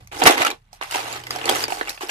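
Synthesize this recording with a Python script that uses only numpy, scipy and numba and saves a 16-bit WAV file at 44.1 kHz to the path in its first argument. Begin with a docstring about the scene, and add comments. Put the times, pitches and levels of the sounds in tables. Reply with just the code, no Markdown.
"""Over a distant engine and a low rumble, two faint knocks come first from a metal bowl of clam shells.
A hand then stirs hard, just below a phone with two microphone ports; the shells knock and grind loudly.
A lull follows, then looser stirring in bursts to the end, while the engine climbs in pitch and sinks again.
Each shell contact rings short decaying tones and pushes the damped bowl, whose modes ring in turn.
A small room answers with a noise tail, dull thuds are low decaying tones, the engine is summed sines."""
import sys
import numpy as np
from scipy import signal
from scipy.fft import rfft, irfft
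from scipy.io import wavfile
from numba import njit

SR = 44100
rng = np.random.default_rng(int(sys.argv[2]) if len(sys.argv) > 2 else 0)


def amplitude_ratio(level_db):
    """Convert a level in decibels to the matching linear amplitude (field) ratio."""
    exponent = np.asarray(level_db, float) / 20
    return 10 ** exponent


def bounce(signal):
    """Save signal as a 16-bit WAV file at the path given by the first command-line argument."""
    frames = np.transpose(np.atleast_2d(signal))
    limited = np.clip(frames, -1, 1)
    pcm = np.round(limited * 32767).astype(np.int16)
    wavfile.write(sys.argv[1], SR, pcm)


N = 92610  # 2.1 s

# distant engine: start_s, firing_hz, first_multiple_db, second_multiple_db, third_multiple_db
ENGINE = [(0, 29.5, -73, -56, -52), (.2, 29.7, -60, -52, -59), (.5, 32, -63.5, -66.5, -74),
          (.85, 36.2, -59, -68, -68), (1.0, 38.7, -68, -66, -53), (1.2, 40.1, -64, -63, -50),
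          (1.42, 42.36, -60, -60, -51), (1.65, 44.3, -68, -51.5, -50.5), (1.8, 41.5, -54, -74, -71),
          (2.1, 35.4, -63, -71, -80)]
FOURTH_DB, FOURTH_FADE_S = -48.5, 0.16  # fourth multiple, heard at first only; 10 dB down at FOURTH_FADE_S
# bass rumble: start_s, level_db
RUMBLE_LEVEL = [(0, -53), (.6, -63.5), (1.6, -51), (2.1, -66.5)]
# colour of the steady noise floor: pitch_hz, relative_level_db
FLOOR_COLOUR = [(25, -2.5), (129, 2), (498, -16), (900, -50), (2310, -30), (14000, -58.5)]
FLOOR_DB = -69.5

# dull thuds through the table: start_s, level_db, pitch_hz
TABLE_THUDS = [(0.242, -15.5, 171), (0.258, -16.5, 73.4), (0.401, -24, 126), (1.81, -36, 49.7)]
THUD_T60_S = 0.047

# modes of the bowl under the heap: pitch_hz, relative_level_db, t60_s
BOWL_MODES = [(326, -2, 0.032), (367, -2, 0.039), (454.4, 2, 0.062), (513, -4.5, 0.046),
              (740, -24.5, 0.016), (790, 5, 0.032), (1430, -20, 0.097), (2000, -6, .045), (2560, -12, .05)]
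BOWL_PAN_DB = -3.5  # left port over right

# knocks: start_s, strength_db, main_tone_hz, bowl_drive_db, treble_db; the mix below is added
SHELL_KNOCKS = [(0.073, -37.5, 2200, -14, 5), (0.115, -28.5, 2380, 3, -21), (.219, -7.5, 758, -3, -24),
                (.228, -15, 597, -10, -23), (.237, -11.5, 5080, -15, 9.5), (.255, -1, 2510, -22, -11),
                (.263, 3.5, 777, -30, -7), (0.268, 6.5, 1940, -18, -12), (0.273, 6.5, 2044, -26, -15),
                (0.296, -6.5, 741, 11.5, -7.5), (.308, -4.5, 838, -3, -5), (0.379, -6, 2140, -12, -7.5),
                (.408, -12.5, 682, -6, -21.5), (0.418, -5.5, 2060, -17, -10),
                (0.449, -4.5, 1340, -23, -4.5), (.468, -9.5, 2900, 1, 0.5), (0.478, -14, 3300, -25, -9.5),
                (0.503, -14, 2410, -25, 1), (.513, -13.5, 3940, -24, -9), (0.73, -34, 790, -24, 5.5),
                (.812, -13.5, 950, -13.5, -31), (.826, -14.5, 2010, -42, -18), (0.834, -19, 1220, -40, -4),
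                (0.91, -19.5, 2850, -14, 6), (0.943, -13, 2720, -23, -20), (.947, -10.5, 980, -38, -31),
                (.957, -13, 770, -2, -1.5), (1.127, -29, 970, -11, 13.5), (1.237, -27.5, 2940, -12, -1),
                (1.268, -19.5, 2000, -32, -3), (1.307, -11, 4870, -16, -4), (1.36, -18.5, 740, -21, 1),
                (1.414, -17.5, 2810, -5, -22), (1.442, -17.5, 2600, 2, -23), (1.456, -18, 4700, 11.5, 8.5),
                (1.491, -2.5, 3250, -26, -9), (1.495, -8, 778, -13, 6), (1.639, -5, 4860, -6, -4),
                (1.681, -14.5, 2290, 4, -5), (1.703, -18, 907, -22, -25), (1.722, -11, 752, -24, -12),
                (1.811, -18.5, 790, 9, -19), (1.811, -10, 1740, -17, -28), (1.873, -15.5, 2720, -13, -24),
                (1.882, -18.5, 2280, -14, -30), (1.894, -19.5, 4120, -29, 10), (1.904, -23, 2620, -39, 4),
                (1.976, -24, 2640, -36, -20), (2.008, -23, 1120, 1, -7), (2.032, -25.5, 368.5, 10.5, -10),
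                (2.094, -12, 2710, -25, -30)]
# mix of a knock: main_tone_db, shell_db, bowl_db, treble_db
KNOCK_MIX = (-2, -12, -2, -5)
KNOCK_CONTACTS, KNOCK_SPREAD_S = 9, 0.005  # contacts in a knock, mean delay of those after the first
FOLLOW_DB, FOLLOW_FALL_DB_PER_S = -9, -500

# stirring: start_s, grind_strength_db, bowl_drive_db, treble_db; the mix below is added
STIRRING = [(0, -54, 15.5, -8), (.11, -69.5, -17, -4), (.12, -36, 1.5, -13), (.2, -35, 15.5, -1),
            (.225, -16, 12.5, -19), (.25, -30, 19, -7), (.272, -1, 4.5, -7), (.29, -20.5, 1, -8),
            (.31, -15, 0.5, -9), (.36, -29, 13.5, -11.5), (.425, -14, 3.5, -12.5), (.444, -30, 2, -11.5),
            (.465, -18.5, 0, -13.5), (.497, -36, 17.5, -15), (.54, -45, 15.5, -11.5), (.6, -68.5, -14, -6),
            (.71, -67.5, -3, -14), (.735, -53.5, -20.5, 1.5), (.805, -58, -3, -14), (.815, -31.5, -14, -13),
            (.89, -43.5, -27, -6.5), (.95, -23.5, 2, -7), (1.04, -33.5, 6.5, -9), (1.17, -31, 4, -9.5),
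            (1.23, -46, 7.5, -8.5), (1.3, -47, 17, -4.5), (1.315, -32, 8.5, -8.5), (1.43, -35, 6.5, -12),
            (1.5, -21.5, 12.5, -12), (1.56, -26, 6, -5.5), (1.62, -29, 9.5, -2), (1.67, -38.5, 5, -17),
            (1.71, -36, 9, 0.5), (1.85, -38, 7, -10), (1.9, -38.5, 9, -2.5), (2.0, -54.5, -16, -2),
            (2.015, -27.5, -5, -8.5), (2.08, -43.5, 15, -7), (2.1, -21.5, -17, -5.5)]
# mix of the grind: main_tone_db, shell_db, bowl_db, treble_db
GRIND_MIX = (-14.5, -9, -13, 0.5)
GRIND_PER_S = 2500
GRIND_SCATTER_DB, GRIND_CAP_DB = 3, 13  # mean and largest rise of a contact above the stirring strength

SHELL_LO_HZ, SHELL_HI_HZ, TREBLE_HI_HZ = 675, 4170, 14290
TREBLE_TILT_DB = -6  # fall across the treble
MAIN_T60_S, SHELL_T60_S, TREBLE_T60_S = 0.024, 0.016, 0.02  # at 1 kHz, shorter for higher tones
RISE_S = 0.0003
LAG_S, LAG_SPREAD_S = 0.0003, 0.00016  # the left port hears later
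PAN_DB, HIGH_PAN_DB, PAN_SPREAD_DB = -2.5, 2.0, 3.5  # left over right: up to 6 kHz, above it, scatter

ROOM_DB, ROOM_T60_S, ROOM_HZ = -14, 0.11, 7000
LOW_CUT_HZ, TOP_HZ, CLIP = 265, 14400, 1.0


@njit
def ring(start, hz, t60, size, rise, length):
    """Decaying tones with a soft attack, each started at a fractional sample."""
    out = np.zeros(length)
    rise_step = np.exp(-1 / (rise * SR))
    for k in range(len(hz)):
        step = np.exp(2j * np.pi * hz[k] / SR - np.log(1000) / (t60[k] * SR))
        first = int(start[k]) + 1
        tone = size[k] * step ** (first - start[k])
        softness = rise_step ** (first - start[k])
        for j in range(max(first, 0), min(length, first + int(t60[k] * SR))):
            out[j] += tone.imag * (1 - softness)
            tone *= step
            softness *= rise_step
    return out


def curve(table, col):
    """A table column joined by straight lines in time."""
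    table = np.array(table)
    return lambda t: np.interp(t, table[:, 0], table[:, col])


def shaped(points):
    """Noise of rms 1 coloured by (Hz, dB) points."""
    hz, db = np.array(points).T
    f = np.maximum(np.arange(N // 2 + 1) * SR / N, 1)
    gain = amplitude_ratio(np.interp(np.log(f), np.log(hz), db))
    x = irfft(rfft(rng.standard_normal(N)) * gain, N)
    return x / np.std(x)


def engine(t):
    """Distant engine: sines at the first four multiples of a wavering firing rate."""
    waver = shaped([(1, 0), (8, 0), (16, -40)])
    rate_hz = curve(ENGINE, 1)(t) * (1 + 0.0078 * waver)
    phase = 2 * np.pi * np.cumsum(rate_hz) / SR
    levels = [curve(ENGINE, col)(t) for col in (2, 3, 4)]
    levels.append(FOURTH_DB - 10 * (t / FOURTH_FADE_S) ** 2)
    return sum(amplitude_ratio(db) * np.sqrt(2) * np.sin((k + 1) * phase + k) for k, db in enumerate(levels))


def background():
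    """Engine a little louder on the right; rumble and noise floor, each mostly common to both ports."""
    t = np.arange(N) / SR
    wide = 0.12 * np.array([[1], [-1]])
    motor = engine(t) * (1 - wide)
    colour = [(25, -17), (130, -9.5), (200, -17.5), (400, -86)]
    rumble = amplitude_ratio(curve(RUMBLE_LEVEL, 1)(t)) * (shaped(colour) + wide * shaped(colour))
    floor = amplitude_ratio(FLOOR_DB) * (shaped(FLOOR_COLOUR) + wide * shaped(FLOOR_COLOUR))
    return motor + rumble + floor


def room(x):
    """Small room: a short dull tail of decaying noise, different at each port."""
    t = np.arange(int(0.4 * SR)) / SR
    tail = rng.standard_normal((2, len(t))) * amplitude_ratio(-60 * t / ROOM_T60_S)
    tail *= t > 0.002  # silent before the first reflection
    tail = signal.lfilter(*signal.butter(1, ROOM_HZ, fs=SR), tail)
    tail = tail / np.sqrt(np.sum(tail ** 2, axis=1, keepdims=True))
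    return amplitude_ratio(ROOM_DB) * signal.fftconvolve(x, tail, axes=1)[:, :N]


def thuds():
    """Short low decaying tones through the table, alike at both ports."""
    t, db, hz = np.array(TABLE_THUDS, float).T
    return ring(t * SR, hz, np.full(len(t), THUD_T60_S), amplitude_ratio(db), 0.0038, N)


def bowl(push):
    """The pushes ring the bowl's modes; each port meets them in its own proportions."""
    hz, db, t60 = np.array(BOWL_MODES).T
    size = amplitude_ratio(db + rng.standard_normal(len(hz))) / 10
    body = ring(0 * hz, hz, t60, size, 0.0004, 8192)
    return signal.fftconvolve(push, body)[:N]


def contacts(t, db, hz, bowl_db, treble_db, mix_db, count):
    """Shell on shell: a main tone, chance tones over middle and treble, and a push on the bowl."""
    size = 1 + 2 * count
    u = rng.random((len(t), size))
    tone_pan, tone_shift = rng.standard_normal((2, len(t), size))
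    push_sign, contact_pan, contact_lag = rng.standard_normal((3, len(t)))

    # one chance tone in each of count slots, first over the middle, then over the treble
    place = (np.arange(2 * count) % count + u[:, 1:]) / count
    mid_place, top_place = place[:, :count], place[:, count:]
    mid = SHELL_LO_HZ * (SHELL_HI_HZ / SHELL_LO_HZ) ** mid_place ** 0.617
    top = SHELL_HI_HZ + (TREBLE_HI_HZ - SHELL_HI_HZ) * top_place
    tones = np.column_stack([hz, mid, top])
    t60 = np.repeat([MAIN_T60_S, SHELL_T60_S, TREBLE_T60_S], [1, count, count])
    t60 = t60 * (1000 / tones) ** 0.6

    main_db, shell_db, push_db, top_db = mix_db
    treble = (db + treble_db + top_db)[:, None] + TREBLE_TILT_DB * top_place
    level = np.column_stack([db + main_db] + [db + shell_db] * count + [treble])
    level[:, 1:] += 3 * rng.standard_normal((len(t), 2 * count))  # each tone is struck more or less

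    out = []
    for side in (1, -1):  # left port, right port
        late = t + side * (LAG_S + LAG_SPREAD_S * contact_lag) / 2
        tilt_db = np.where(tones > 6000, HIGH_PAN_DB, PAN_DB)
        pan = side * (tilt_db + PAN_SPREAD_DB * contact_pan[:, None] + 2 * tone_pan) / 2
        start = late[:, None] + side * 0.00004 * tone_shift + 0.0008 * u
        start[:, 0] = t + side * LAG_S / 2  # the main tone keeps the plain lag
        shell = ring(start.ravel() * SR, tones.ravel(), t60.ravel(), amplitude_ratio(level + pan).ravel(), RISE_S, N)
        push_size = np.sign(push_sign) * amplitude_ratio(db + bowl_db + push_db + side * BOWL_PAN_DB / 2)
        push = ring(late * SR, np.full(len(t), 900.0), np.full(len(t), 0.00068), push_size, 0.0001, N)
        out.append(shell + bowl(push))
    return np.array(out)


def grind():
    """Dense small contacts at chance moments; the stirring sets their strength."""
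    u = rng.random((int(GRIND_PER_S * N / SR), 4))
    t = u[:, 0] * N / SR
    rise_db = np.minimum(-GRIND_SCATTER_DB * np.log(u[:, 1]), GRIND_CAP_DB)
    db = curve(STIRRING, 1)(t) + rise_db
    hz = np.where(u[:, 3] < 0.5, 700 + 160 * u[:, 2], 1700 + 1400 * u[:, 2])
    bowl_db, treble_db = curve(STIRRING, 2)(t), curve(STIRRING, 3)(t)
    return contacts(t, db, hz, bowl_db, treble_db, GRIND_MIX, count=3)


def knocks():
    """Each knock is a first contact and a fading rattle of weaker ones just after."""
    rows = np.repeat(np.array(SHELL_KNOCKS, float), KNOCK_CONTACTS, axis=0)
    start, strength_db, main_hz, bowl_db, treble_db = rows.T
    later = np.arange(len(rows)) % KNOCK_CONTACTS > 0
    u = rng.random((len(rows), 3))
    delay = -KNOCK_SPREAD_S * np.log(u[:, 0]) * later
    db = strength_db + later * (FOLLOW_DB - 6 * u[:, 1]) + FOLLOW_FALL_DB_PER_S * delay
    hz = main_hz * (1 + later * 0.097 * (u[:, 2] - 0.5))
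    return contacts(start + delay, db, hz, bowl_db, treble_db, KNOCK_MIX, count=7)


def scene():
    """Shells and bowl close to the ports, without deep bass, with their room, thuds and background."""
    low_cut = signal.butter(6, LOW_CUT_HZ, "high", fs=SR, output="sos")
    shells = signal.sosfilt(low_cut, knocks() + grind())
    return shells + room(shells) + thuds() + background()


def low_pass(x):
    """Removes everything above the highest recorded frequency."""
    return signal.sosfilt(signal.butter(12, 14940, fs=SR, output="sos"), x)


def record(dry):
    """The phone cuts the top of the spectrum and clips the loudest peaks."""
    top_cut = signal.ellip(8, 0.2, 60, TOP_HZ, fs=SR, output="sos")
    wet = signal.sosfilt(top_cut, dry)
    return low_pass(np.clip(wet, -CLIP, CLIP))


dry = scene()
out = record(dry)
bounce(out)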